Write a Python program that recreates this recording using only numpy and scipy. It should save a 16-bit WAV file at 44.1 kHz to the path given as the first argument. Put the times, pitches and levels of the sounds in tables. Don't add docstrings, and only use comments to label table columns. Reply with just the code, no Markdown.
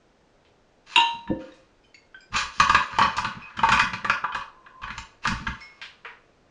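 import sys
import numpy as np
from scipy import signal
from scipy.fft import rfft, irfft
from scipy.io import wavfile
from scipy.ndimage import uniform_filter1d

SR = 44100
rng = np.random.default_rng(int(sys.argv[2]) if len(sys.argv) > 2 else 0)


def store_pcm(level_fs):
    pcm = np.round(np.clip(level_fs, -1, 1) * 32767).astype(np.int16)
    wavfile.write(sys.argv[1], SR, np.atleast_2d(pcm).T)


N = 286650
CURVE_STEP = 32


def from_db(db):
    return 10 ** (np.asarray(db) / 20)


def rms_one(x):
    return x / np.sqrt(np.mean(x ** 2) + 1e-20)


def at_hz(points, hz, column=1):
    points = np.array(points)
    return np.interp(np.log(hz), np.log(points[:, 0]), points[:, column])


def coloured(spectrum):
    hz = np.maximum(np.arange(N // 2 + 1) * SR / N, 1)
    white = rfft(rng.standard_normal(N))
    return rms_one(irfft(white * from_db(at_hz(spectrum, hz)), N))


def swells(start_s, rise_s, peak_db, rise_db, fade_s):
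    past_peak_s = np.arange(0, N, CURVE_STEP) / SR - (start_s + rise_s)[:, None]
    rise_s, fade_s = (np.maximum(v + 0 * start_s, .002)[:, None] for v in (rise_s, fade_s))
    climb_db = rise_db * past_peak_s / rise_s
    fall_db = -20 * past_peak_s / fade_s
    db = peak_db[:, None] + np.minimum(climb_db, fall_db)
    return from_db(db) * (past_peak_s > -rise_s)


def full_rate(curve):
    smooth = uniform_filter1d(curve, size=9)
    return np.interp(np.arange(N) / CURVE_STEP, np.arange(len(curve)), smooth)


RISE_MS = 1.2


def chatter(length_ms):
    t_ms = np.arange(2048) * 1000 / SR
    fall = np.exp(-t_ms / np.clip(length_ms, .2, 20)[:, None])
    flurry = rng.standard_normal(fall.shape) * fall
    flurry *= np.minimum(t_ms / RISE_MS + .25, 1)
    for _ in range(3):
        spectrum = rfft(flurry)
        flat = irfft(spectrum / (np.abs(spectrum) + 1e-9))
        flurry = flat * fall ** 0.22
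    return flurry / np.sqrt(np.sum(flurry ** 2, axis=1, keepdims=True))


def ring(x, hz, t60_s):
    r = from_db(-60 / (t60_s * SR))
    w = 2 * np.pi * hz / SR
    return signal.lfilter([0, np.sin(w)], [1, -2 * r * np.cos(w), r * r], x + 1e-18)


LOW_RING_HZ = 1340


def strike(t_s, level_db, tilt_db, length_ms, modes, pivot_hz, trim_db, spread_db,
           low_db=0, rub=0, rub_tilt_db=0):
    luck = rng.standard_normal((len(t_s), len(modes)))
    contact = chatter(length_ms)
    at = np.round(t_s * SR).astype(int)[:, None] + np.arange(contact.shape[1])
    out = np.zeros(N)
    for k, (hz, mode_db, t60_s) in enumerate(modes):
        octaves = max(np.log2(hz / pivot_hz), 0)
        blow_db = level_db + trim_db + tilt_db * octaves
        blow_db = blow_db + low_db * (hz < LOW_RING_HZ) + spread_db * luck[:, k]
        pulses = from_db(blow_db)[:, None] * contact
        drive = np.bincount(at.ravel(), pulses.ravel(), N)
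        drive = drive + rub * from_db(rub_tilt_db * octaves)
        out += (-1) ** k * from_db(mode_db) * ring(drive, hz, t60_s)
    return out


# f/Hz, relative level/dB per Hz
BACKGROUND_SPECTRUM = [(9.4, -32), (16, 3.5), (64, -7), (574, -7.5), (1170, -17.5), (1450, -15.5),
                       (1580, -17.5), (2310, -22), (6360, -29), (9070, -39), (11000, -59), (14300, -83),
                       (22000, -120)]
BACKGROUND_RMS_DB = -61


def background():
    return from_db(BACKGROUND_RMS_DB) * coloured(BACKGROUND_SPECTRUM)


# t/s, level/dB, centre f/Hz, width/octaves
SLAPS = [(.45, -43.5, 1470, 2.5), (1.54, -46, 2500, 3), (5.606, -39.5, 3480, 1.8), (5.815, -16, 2000, 1.81),
         (6.048, -14, 1500, 1.47)]
SLAP_MS, RUSTLE_DB, RUSTLE_T60_S = 1.6, -11.5, 0.23


def slaps():
    out = np.zeros(N + SR)
    contact = chatter(np.full(len(SLAPS), SLAP_MS))
    t = np.arange(SR // 2) / SR
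    for (t_s, level_db, hz, octaves), flurry in zip(SLAPS, contact):
        clack = rng.standard_normal(len(t)) * from_db(RUSTLE_DB - 60 * t / RUSTLE_T60_S)
        clack[:len(flurry)] += flurry / np.abs(flurry).max()
        edges_hz = hz * 2 ** (np.array([-.5, .5]) * octaves)
        band = signal.butter(3, edges_hz, "band", fs=SR, output="sos")
        out[round(t_s * SR):][:len(t)] += from_db(level_db) * signal.sosfilt(band, clack)
    return out[:N]


# start t/s, swell/s, peak force level/dB, fade/s per 20 dB, brightness/dB per octave
SLIDES = [(0.859, 0.066, -68.5, 0.2231, 7.5), (1.389, 0.0072, -76.5, 0.24, 4.5),
          (2.316, 0.028, -54.5, 0.1153, 2.5), (2.33, 0.039, -53.5, 0.07, 7.5),
          (2.5, 0.096, -73, 1.21, 10.5), (2.85, 0.15, -60, 0.21, 2), (3.259, 0.022, -72, 1.04, -1),
          (3.8, 0.013, -64, -0.02, 8), (4.9, 0.0044, -75.5, 0.19, 6), (5.223, 0.021, -60, 0.2428, 4.5),
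          (5.255, 0.0067, -96, .5, 27), (5.49, 0.0089, -83.5, 1, 4)]
SLIDE_RISE_DB, GRAINS_PER_S = 15, 2500


def grinding():
    start_s, swell_s, peak_db, fade_s, tilt_db = np.transpose(SLIDES)
    force = swells(start_s, swell_s, peak_db, SLIDE_RISE_DB, fade_s)
    height = from_db(4.68 * np.minimum(rng.exponential(1, N), 4))
    grains = (rng.random(N) < GRAINS_PER_S / SR) * height * rng.choice([-1, 1], N)
    rub = rms_one(grains) * full_rate(force.sum(axis=0))
    return rub, full_rate(tilt_db[force.argmax(axis=0)])


# t/s, level/dB, brightness/dB per octave, chatter/ms, low-ring level/dB
KNOCKS = [(2.352, -21, -6, 2.2, 4), (2.599, 0, 2.5, 1.8, 1), (2.695, -8, 3, 4.4, 4),
          (2.746, 1, -0.5, 3, -1.5), (2.76, -21, -16, 2.5, 3), (2.929, -18.5, -8, 2, -2),
          (2.985, -6, 1, 4.1, 3.5), (3.011, -4, -5.5, 3.1, 2), (3.023, -7.5, 1.5, 5.1, 2),
          (3.049, -12.5, -3, 2.3, 1.5), (3.059, -14.5, -6.5, 2.5, -3), (3.166, -26.5, 9, 24, 8.5),
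          (3.181, -9.5, -2.5, 3.5, 0.5), (3.245, -9, 0, 5.5, -2.5), (3.5, -32.5, -6, 11, -1.5),
          (3.569, -20.5, 0, 14, -7), (3.59, -17, -0.5, 1.5, 3.5), (3.632, -3.5, -4.5, 3.3, 2),
          (3.648, -18.5, 2, 4, 1), (3.688, -6, 1, 3, 1), (3.718, -2, 0, 12, -2.5),
          (3.734, -15, -12, 2.4, 4.5), (3.774, -12, 0.5, 2.8, 0), (3.794, -1.5, 1.5, 4.8, -4.5),
          (3.932, -11, -1, 8.3, -3), (4.045, -13, -1, 5.1, 4.5), (4.097, -4.5, -1, 3.3, -3.5),
          (4.239, -6.5, -8.5, 7.7, -4.5), (4.321, -24, 0, 9.2, 1), (4.346, -12, -3, 11.6, 0.5),
          (4.408, -30, 2, 6, 6.5), (4.661, -26.5, -9, 8.9, -9), (4.817, -29, -1.5, 12, -1.5),
          (4.832, -18.5, -2, 13.3, -1), (4.878, -23, -3.5, 2.2, -8), (4.903, -19, -1.5, 1.5, -11),
          (4.979, -22.5, 6, 1.7, -1.5), (5.251, -7.5, -4, 4.6, -1.5), (5.273, -12.5, 3, 2.4, -2.5),
          (5.314, -16, -6, 3.2, -3), (5.467, -12, -0.5, 10, -4)]
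# f/Hz, level/dB, t60/s
FRAME_MODES = [(337, -36.5, 0.037), (548, -21.5, 0.08), (588, -27, 0.062), (900.6, -10, 0.067),
               (955, -17.5, 0.035), (998, -4, 0.054), (1126, -5, 0.083), (1160, -3.5, 0.061),
               (1201.5, 3.5, 0.027), (1294, -3.5, 0.029), (1401, -4, 0.028), (1501, -8.5, 0.081),
               (1600, -3.5, 0.027), (1759, -1, 0.014), (1966, -7, 0.022), (2109, -9.5, 0.028),
               (2400, -3, 0.011), (2514, -16, 0.061), (2501, -8, 0.038), (2860, -2.5, 0.0076),
               (3040, -7.5, 0.019), (3330, -3.5, 0.0039), (3323, -21, 0.068), (3852, -15, 0.015),
               (4220, -7, 0.007), (4710, -24.5, 0.02), (5312, -29.5, 0.064), (5140, -4.5, 0.0018),
               (6150, -25, 0.033), (6200, -18, 0.004), (7190, -26.5, 0.013), (8770, -38, 0.017),
               (9560, -31.5, 0.00091)]


def machine():
    *blows, low_db = np.transpose(KNOCKS)
    rub, rub_tilt_db = grinding()
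    return strike(*blows, FRAME_MODES, pivot_hz=1290, trim_db=-9.0, spread_db=4.0,
                  low_db=low_db, rub=rub, rub_tilt_db=rub_tilt_db)


# t/s, level/dB, brightness/dB per octave, chatter/ms
BUMPS = [(0.9591, -9.5, 0, 1.37), (0.976, -9, -8.5, 0.84), (1.002, -20.5, 0, 1.2),
         (1.2742, -26.5, -21.5, 3.7)]
# f/Hz, level/dB, t60/s
CUTTER_MODES = [(340, -19, 0.038), (990, -5.5, 0.049), (1420, -4.5, 0.013), (1770, -18, 0.15),
                (2325, 0, 0.003), (2793, 5.5, 0.039), (931, -12, .36), (2745, -20, .5), (2768, -17, .6),
                (2790, -17, .5), (3900, -22, .45), (3948, -22, .3), (5100, -36, .28), (6440, -39, .45),
                (7810, -49, .35), (8190, -49, .35), (9560, -51, .4), (3010, -12, 0.189),
                (3090, -17.5, 0.28), (3262, -11, 0.057), (3800, 1, 0.02), (3600, -27.5, 0.23),
                (5000, -18, 0.0065), (6900, -19, 0.023), (7800, -27, 0.0036)]


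def cutter():
    return strike(*np.transpose(BUMPS), CUTTER_MODES, pivot_hz=1650, trim_db=-1.0, spread_db=2)


# peak t/s, level/dB, extra level below the split/dB
JOLTS = [(1.148, -44.5, -12), (1.305, -27.5, -9), (2.337, -37, 8.5), (2.438, -50.5, 18), (2.612, -31, 3),
         (2.7, -36.5, 11), (2.756, -31, -9), (2.939, -44.5, 2), (3.007, -29, -11), (3.051, -33.5, -15),
         (3.185, -37.5, 6), (3.259, -33, -0.5), (3.371, -39, -2.5), (3.585, -33.5, -7), (3.64, -33.5, 4),
         (3.713, -32, 8), (3.749, -32.5, 0), (3.837, -32, 3.5), (3.94, -35.5, -16), (4.055, -39.5, -12),
         (4.105, -40.5, -9), (4.245, -47.5, -9.5), (4.357, -43.5, 11), (4.839, -48.5, 21), (4.91, -42.5, 5),
         (4.988, -46.5, 15.5), (5.273, -29.5, 7), (5.324, -31, 11.5), (5.41, -36.5, -5.5),
         (5.486, -33, 7.5)]
# f/Hz, relative level/dB per Hz
WORKTOP_SPECTRUM = [(8.2, -31.5), (14, -4), (49, -8.5), (65, 7), (82, -15.5), (112, 3.5), (135, -4.5),
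                    (195, 1), (234, 0), (270, -16.5), (316, -11), (354, -26), (402, -19), (420, -21),
                    (550, -43), (920, -120)]
JOLT_RISE_S, JOLT_RISE_DB, JOLT_FADE_S = 0.04, 31, 0.08
SPLIT_HZ = 64


def worktop_shaking():
    t_s, level_db, sway_db = np.transpose(JOLTS)
    shake = swells(t_s - JOLT_RISE_S, JOLT_RISE_S, level_db, JOLT_RISE_DB, JOLT_FADE_S)
    noise = coloured(WORKTOP_SPECTRUM)
    sway = signal.sosfiltfilt(signal.butter(2, SPLIT_HZ, fs=SR, output="sos"), noise)
    shudder = noise - sway
    return full_rate(shake.sum(axis=0)) * shudder + full_rate(from_db(sway_db) @ shake) * sway


# t/s, level/dB, t60/s, pitch f/Hz, brightness/dB per octave
TINKLES = [ (1.274, -36.5, 0.15, 1765, -21), (1.415, -51, 0.069, 1416, -6.5),
           (1.519, -44.5, 0.038, 1807, -8), (1.836, -55.5, 0.1, 2445, -9), (1.842, -60, 0.18, 3060, -9),
           (1.943, -41.5, 0.046, 2155, -7), (1.946, -43, 0.043, 2676, -17),
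           (2.144, -34.5, 0.075, 1542, -12.5), (2.162, -44, 0.04, 1510, -14), (2.205, -56, 0.08, 2380, 1),
           (3.419, -43.5, 0.15, 2507, -21.5), (3.423, -47, 0.18, 2570, -22.5), (5.609, -42, 0.2, 2030, -22),
           (5.611, -42, 0.3, 2170, -22), (5.612, -52, 0.3, 5320, -28.5), (6.054, -40.5, 0.13, 463, -2)]
# multiple of the pitch, level/dB
PARTIALS = [(1.0, 1), (2.089, 3.5), (3.131, -4.5), (4.4, -19)]


def tinkles():
    out = np.zeros(N)
    for t_s, level_db, t60_s, pitch_hz, tilt_db in TINKLES:
        modes = [(min(pitch_hz * k, 12000), partial_db, t60_s / np.sqrt(k)) for k, partial_db in PARTIALS]
        out += strike(np.array([t_s]), level_db, tilt_db, np.array([3.5]), modes,
                      pivot_hz=pitch_hz, trim_db=-0.5, spread_db=4.0)
    return out


# t/s, level/dB, chatter/ms
THUDS = [(1.298, -22, 3.9), (1.3087, -10, 1.37)]
# f/Hz, level/dB, t60/s
SHEET_MODES = [(167, -11.5, 0.047), (256, 1.5, 0.038), (328, -1.5, 0.11), (450, -0.5, 0.019),
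               (526, -8, 0.21), (702, -12, 0.05)]


def worktop_thuds():
    t_s, level_db, length_ms = np.transpose(THUDS)
    return strike(t_s, level_db, 0, length_ms, SHEET_MODES, pivot_hz=330, trim_db=-6.0, spread_db=3.0)


# start t/s, swell/s, peak rms level/dB, fade/s per 20 dB, f/Hz, t60/s
CREAK = (4.5, 0.48, -52.5, 0, 1035, 0.2)


def creak():
    start_s, swell_s, level_db, fade_s, hz, t60_s = np.array(CREAK)[:, None]
    tone = rms_one(ring(rng.standard_normal(N), hz[0], t60_s[0]))
    return tone * full_rate(swells(start_s, swell_s, level_db, 3, fade_s)[0])


# f/Hz, t60/s, relative level/dB
KITCHEN_ECHO = [(97.3, 0.11, -0.5), (496, 0.63, -1), (1180, 0.37, 2), (2880, 0.34, 4.5), (8000, 0.3, 7.5)]
KITCHEN_TRIM_DB, FIRST_ECHO_S = -34.5, 0.0012


def kitchen(x):
    t = np.arange(SR // 2) / SR
    edges_hz = 50 * 2. ** np.arange(9)
    tail = np.zeros(len(t))
    for low, high in zip(edges_hz, edges_hz[1:]):
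        sos = signal.butter(2, [low, high], "band", fs=SR, output="sos")
        band = signal.sosfilt(sos, rng.standard_normal(len(t)))
        hz = np.sqrt(low * high)
        decay_db = at_hz(KITCHEN_ECHO, hz, column=2) - 60 * t / at_hz(KITCHEN_ECHO, hz)
        tail += band * from_db(decay_db)
    tail *= np.clip(t / FIRST_ECHO_S - 1, 0, 1)
    return from_db(KITCHEN_TRIM_DB) * signal.fftconvolve(x, tail)[:N]


def scene():
    blows = slaps() + machine() + cutter() + tinkles() + worktop_thuds() + creak()
    return (background() + blows + kitchen(blows) + worktop_shaking())[None]


CEILING, CUTOFF_HZ = .62, 11400


def record(dry):
    dull = signal.sosfilt(signal.butter(2, 8500, fs=SR, output="sos"), dry)
    rounded = CEILING * np.tanh(dull / CEILING)
    return signal.sosfilt(signal.cheby2(10, 50, CUTOFF_HZ, fs=SR, output="sos"), rounded)


dry = scene()
out = record(dry)
store_pcm(out)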